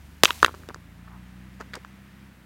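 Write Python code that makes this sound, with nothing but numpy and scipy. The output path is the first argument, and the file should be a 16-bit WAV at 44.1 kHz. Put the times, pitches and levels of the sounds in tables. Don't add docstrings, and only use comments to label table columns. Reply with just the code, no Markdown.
import sys
import numpy as np
from scipy import signal
from scipy.fft import rfft, irfft
from scipy.io import wavfile

SR = 44100
rng = np.random.default_rng(int(sys.argv[2]) if len(sys.argv) > 2 else 0)


def pcm_store(signal):
    levels = np.round(np.clip(np.atleast_2d(signal), -1, 1) * 32767)
    wavfile.write(sys.argv[1], SR, levels.astype(np.int16).T)


N = 108045


def undb(db):
    return 10 ** (np.asarray(db) / 20)


def unit(x):
    return x / np.sqrt(np.mean(x ** 2))


def curve(rows):
    return np.interp(np.arange(N) / SR, *np.array(rows).T)


def colour(x, spectrum):
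    hz, db = np.array(spectrum).T
    bins_hz = np.maximum(np.fft.rfftfreq(len(x), 1 / SR), 1)
    gain = undb(np.interp(np.log(bins_hz), np.log(hz), db))
    return unit(irfft(rfft(x) * gain, len(x)))


def low_cut(x, hz):
    return signal.sosfilt(signal.butter(2, hz, "high", fs=SR, output="sos"), x)


def grit(size, spread_db):
    return rng.standard_normal(size) * undb(spread_db * rng.standard_normal(size // 32 + 1).repeat(32)[:size])


def flutter(cutoff_hz):
    return unit(signal.sosfilt(signal.butter(2, cutoff_hz, fs=SR, output="sos"), rng.standard_normal(N)))


def add(out, start_s, x):
    i = max(int(start_s * SR), 0)
    out[i:i + len(x)] += x[:max(N - i, 0)]


def decay(t, t60_s):
    return np.exp(-np.log(1000) * t / t60_s)


def ring(modes, t, pitch):
    return sum((-1) ** k * undb(db) * np.sin(2 * np.pi * hz * pitch * t) * decay(t, t60_s)
               for k, (hz, db, t60_s) in enumerate(modes))


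def outdoor_air():
    # (frequency [Hz], gain [dB])
    air_spectrum = [(20, -20.5), (40, -11.5), (80, -10.5), (200, -2), (290, -9.5), (420, -19.5), (800, -19),
                    (1600, -18), (3000, -26), (6000, -35.5), (15000, -36)]
    swell_spectrum = [(200, -25), (900, -7), (1400, -7), (1900, 1.5), (2800, -5.5), (4000, -13),
                      (8000, -19.5), (16000, -31.5)]
    # (time [s], level [dB])
    swell_level = [(0, -69), (.8, -64.5), (1.3, -61), (1.8, -58.5), (2.25, -61.5), (2.45, -68.5)]
    air = undb(-52.5) * colour(rng.standard_normal(N), air_spectrum)
    swell = undb(curve(swell_level)) * colour(grit(N, spread_db=2.5), swell_spectrum)
    return air + swell


def engine():
    # (time [s], cycle rate [Hz])
    revs = [(0, 23.3), (.19, 24.5), (.64, 27), (1.19, 30.5), (1.55, 31.5), (1.95, 32.5), (2.26, 33.5),
            (2.45, 30)]
    # (time [s], level [dB])
    level = [(0, -53), (.2, -55), (.7, -51.5), (1.15, -48.5), (1.6, -50), (1.95, -55), (2.27, -53),
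             (2.34, -58), (2.45, -57)]
    # (order, gain at low revs [dB], gain at high revs [dB])
    harmonics = [(2, -6, 0), (3, 6, -9), (4, -6, -3), (5, -19, -25.5), (6, -6.5, 0.5), (7, -7.5, -23.5),
                 (8, -13, -14.5), (9, -17, -38), (10, -16, -16.5)]
    low_revs_hz, high_revs_hz, flutter_db = 25.99, 30.33, 0.95
    lag_turns = .13
    hz = curve(revs)
    turns = np.cumsum(hz) / SR
    blend = np.clip((hz - low_revs_hz) / (high_revs_hz - low_revs_hz), 0, 1)
    drone = np.zeros(N)
    for order, low_db, high_db in harmonics:
        gain = undb(low_db + (high_db - low_db) * blend + flutter_db * flutter(cutoff_hz=14))
        drone += gain * np.sin(2 * np.pi * order * (turns - lag_turns))
    return np.sqrt(2) * drone * undb(curve(level))


def scatter(x):
    # (frequency [Hz], gain [dB])
    spectrum = [(100, -7), (400, 0.5), (1200, -9), (3000, -6), (6000, -2), (16000, -2)]
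    gain_db, delay_s = -24, .002
    t = np.arange(SR // 4) / SR
    tail = colour(rng.standard_normal(len(t)), spectrum) * decay(t, t60_s=0.18) * (t > delay_s)
    return undb(gain_db) * signal.fftconvolve(x, tail / np.linalg.norm(tail))[:N]


def scrapes():
    # (start [s], length [s], centre [Hz], relative width, level [dB])
    rubs = [(0.275, 0.018, 1650, .9, -34), (0.559, 0.11, 370, .5, -56.5), (1.044, .016, 1302, 0.54, -60),
            (1.0737, 0.016, 1070, 0.35, -49.5), (1.088, 0.095, 1020, 0.28, -55),
            (1.597, 0.033, 865, 1, -46), (1.598, 0.028, 5000, .6, -59), (1.742, 0.029, 1000, 0.55, -41.5),
            (1.7521, 0.0062, 4200, 0.81, -41), (1.758, 0.02, 4000, 0.66, -57.5),
            (1.763, 0.021, 400, 0.42, -43.5)]
    out = np.zeros(N)
    for start_s, length_s, hz, width, db in rubs:
        size = int(length_s * SR)
        edges_hz = [hz / (1 + width), min(hz * (1 + width), .45 * SR)]
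        band = signal.butter(2, edges_hz, "band", fs=SR, output="sos")
        rub = signal.sosfilt(band, grit(size, spread_db=3))
        envelope = np.sqrt(np.sin(np.pi * np.arange(size) / size))
        add(out, start_s, undb(db) * unit(rub * envelope))
    return out


def gurgles():
    # (start [s], length [s], first pitch [Hz], middle pitch [Hz], last pitch [Hz], gain [dB])
    pockets = [(0.285, .034, 1267, 955, 1485, -29), (0.473, 0.0276, 880, 1325, 1660, -37.5)]
    out = np.zeros(N)
    for start_s, length_s, *glide_hz, db in pockets:
        progress = np.linspace(0, 1, int(length_s * SR))
        hz = np.polyval(np.polyfit([0, .5, 1], glide_hz, 2), progress)
        envelope = 2 * np.sin(np.pi * progress) * np.exp(-1.5 * progress)
        add(out, start_s, undb(db) * envelope * np.sin(2 * np.pi * np.cumsum(hz) / SR))
    return out


def foam_jet():
    # (time [s], level [dB])
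    level = [(.234, -64), (.24, -23), (.27, -41), (.33, -44.5), (.40, -47.5), (.50, -55.5), (.62, -60),
             (.8, -73), (1.0, -92.5)]
    # (frequency [Hz], gain [dB])
    hiss_spectrum = [(200, -9), (600, -0.5), (1300, -0.5), (2500, 0.5), (4500, 0.5), (7000, -3),
                     (10000, -4), (16000, -8.5)]
    spatter_spectrum = [(300, -19), (1500, -4), (4000, 0), (8000, -4.5), (16000, -9.5)]
    drops_per_s, drop_spread_db, spatter_db = 670, 5, -5
    hiss = colour(grit(N, spread_db=3), hiss_spectrum)
    arrivals = rng.random(N) < drops_per_s / SR
    drops = arrivals * undb(drop_spread_db * np.clip(rng.standard_normal(N), -2, 2))
    splash = rng.standard_normal(64) * np.exp(-np.arange(64) / 12)
    spatter = colour(signal.fftconvolve(drops, splash)[:N], spatter_spectrum)
    return (hiss + undb(spatter_db) * spatter) * undb(curve(level))


def bottle_knocks():
    # (time [s], knock and clink pitch ratio, thud [dB], knock [dB], clink [dB], chink [dB], crack [dB])
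    contacts = [(0.2348, 1.276, -30, -1.5, 0.5, -5.5, 5), (0.2362, 0.88, 5, -0.5, -9, -25, -3.5),
                (0.2482, 1.25, -30, -16, -26, -8.5, -9), (0.2546, 1, -17, -6, 0.5, -9.5, -30),
                (0.306, 1.04, -18.5, -10, -11, -37, -23), (.4020, 1.9, -57, -36.5, -48, -55, -48),
                (0.4256, 0.72, -52, -37.5, -36, -34, -35), (0.4289, .97, -3.5, 5.5, -31, -15.5, -18.5),
                (0.4461, 1.025, -5.5, 4.5, -0.5, -33, -16), (0.4617, 1.28, -17, -15.5, -28, -38, -18),
                (0.4812, 0.84, -28, -16.5, -31, -55, -52), (.4930, 0.87, -25, -24, -50, -62, -60),
                (0.511, 1.1, -31, -41, -58, -64, -62), (0.5418, 0.91, -26, -29.5, -48, -55, -57),
                (.5470, .9, -29.5, -32, -46, -45, -50), (.6345, 1.07, -44, -36.5, -58, -57, -59),
                (0.6883, 1.08, -18.5, -35.5, -35, -39.5, -35.5),
                (0.6969, 1.14, -26, -31, -51.5, -54, -63.5), (.7040, 0.84, -32, -26.5, -44, -61, -62),
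                (0.709, 0.74, -31, -32, -46, -62, -63), (0.7447, 1, -34, -25, -50, -32.5, -41),
                (0.76, 0.85, -30, -37, -51, -63, -62), (1.602, 0.75, -44, -32.5, -45, -45, -53),
                (1.6063, 1.02, -21.5, -31, -51, -48, -48), (1.6109, 0.99, -30, -23.5, -44, -37, -40),
                (1.7352, 1.28, -33, -25.5, -36, -40, -60), (1.7393, 1.29, -39, -24.5, -29, -65, -36.5),
                (1.7444, 1.5, -33, -46, -42, -53, -59), (1.7545, 0.48, -47, -30, -52, -42, -34),
                (1.8479, 0.95, -47, -26.5, -40.5, -48.5, -54)]
    # (base frequency [Hz], gain [dB], t60 [s])
    thud_modes = [(324.1, -2, .009), (540, 1.5, 0.0056)]
    knock_modes = [(1108, 3, 0.0057), (1440, 6, 0.0049), (1850, -6.5, 0.01)]
    clink_modes = [(2640, 1, 0.0078), (3180, -5, .012), (3480, -3.5, .008), (3850, -8.5, .009)]
    chink_modes = [(4980, -4, 0.014), (6070, -4.5, 0.0082), (6863, -3.5, .007), (8000, -6, .005)]
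    # (frequency [Hz], gain [dB])
    crack_spectrum = [(300, -12), (1500, -2), (4000, 1.5), (7000, -4), (9500, -8.5), (12000, -7.5),
                      (16000, -13.5)]
    contact_s = .00015
    out, t = np.zeros(N), np.arange(2048) / SR
    attack = 1 - np.exp(-t / contact_s)
    thud = ring(thud_modes, t, pitch=0.86)
    chink = ring(chink_modes, t, pitch=0.96)
    for start_s, pitch, thud_db, knock_db, clink_db, chink_db, crack_db in contacts:
        crack = colour(rng.standard_normal(len(t)), crack_spectrum) * decay(t, t60_s=0.0079)
        body = undb(thud_db) * thud - undb(knock_db) * ring(knock_modes, t, pitch)
        glass = undb(clink_db) * ring(clink_modes, t, pitch) + undb(chink_db) * chink
        add(out, start_s, (body + glass + undb(crack_db) * crack) * attack)
    return low_cut(out, hz=110)


def scene():
    bottle = bottle_knocks() + gurgles() + scrapes()
    return (bottle + scatter(bottle) + foam_jet() + engine() + outdoor_air())[None]


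def record(dry):
    drive_db, top_hz = -1, 16100
    clipped = np.clip(undb(drive_db) * low_cut(dry, hz=32), -1, 1)
    return signal.sosfilt(signal.ellip(10, .2, 90, top_hz, fs=SR, output="sos"), clipped)


dry = scene()
out = record(dry)
pcm_store(out)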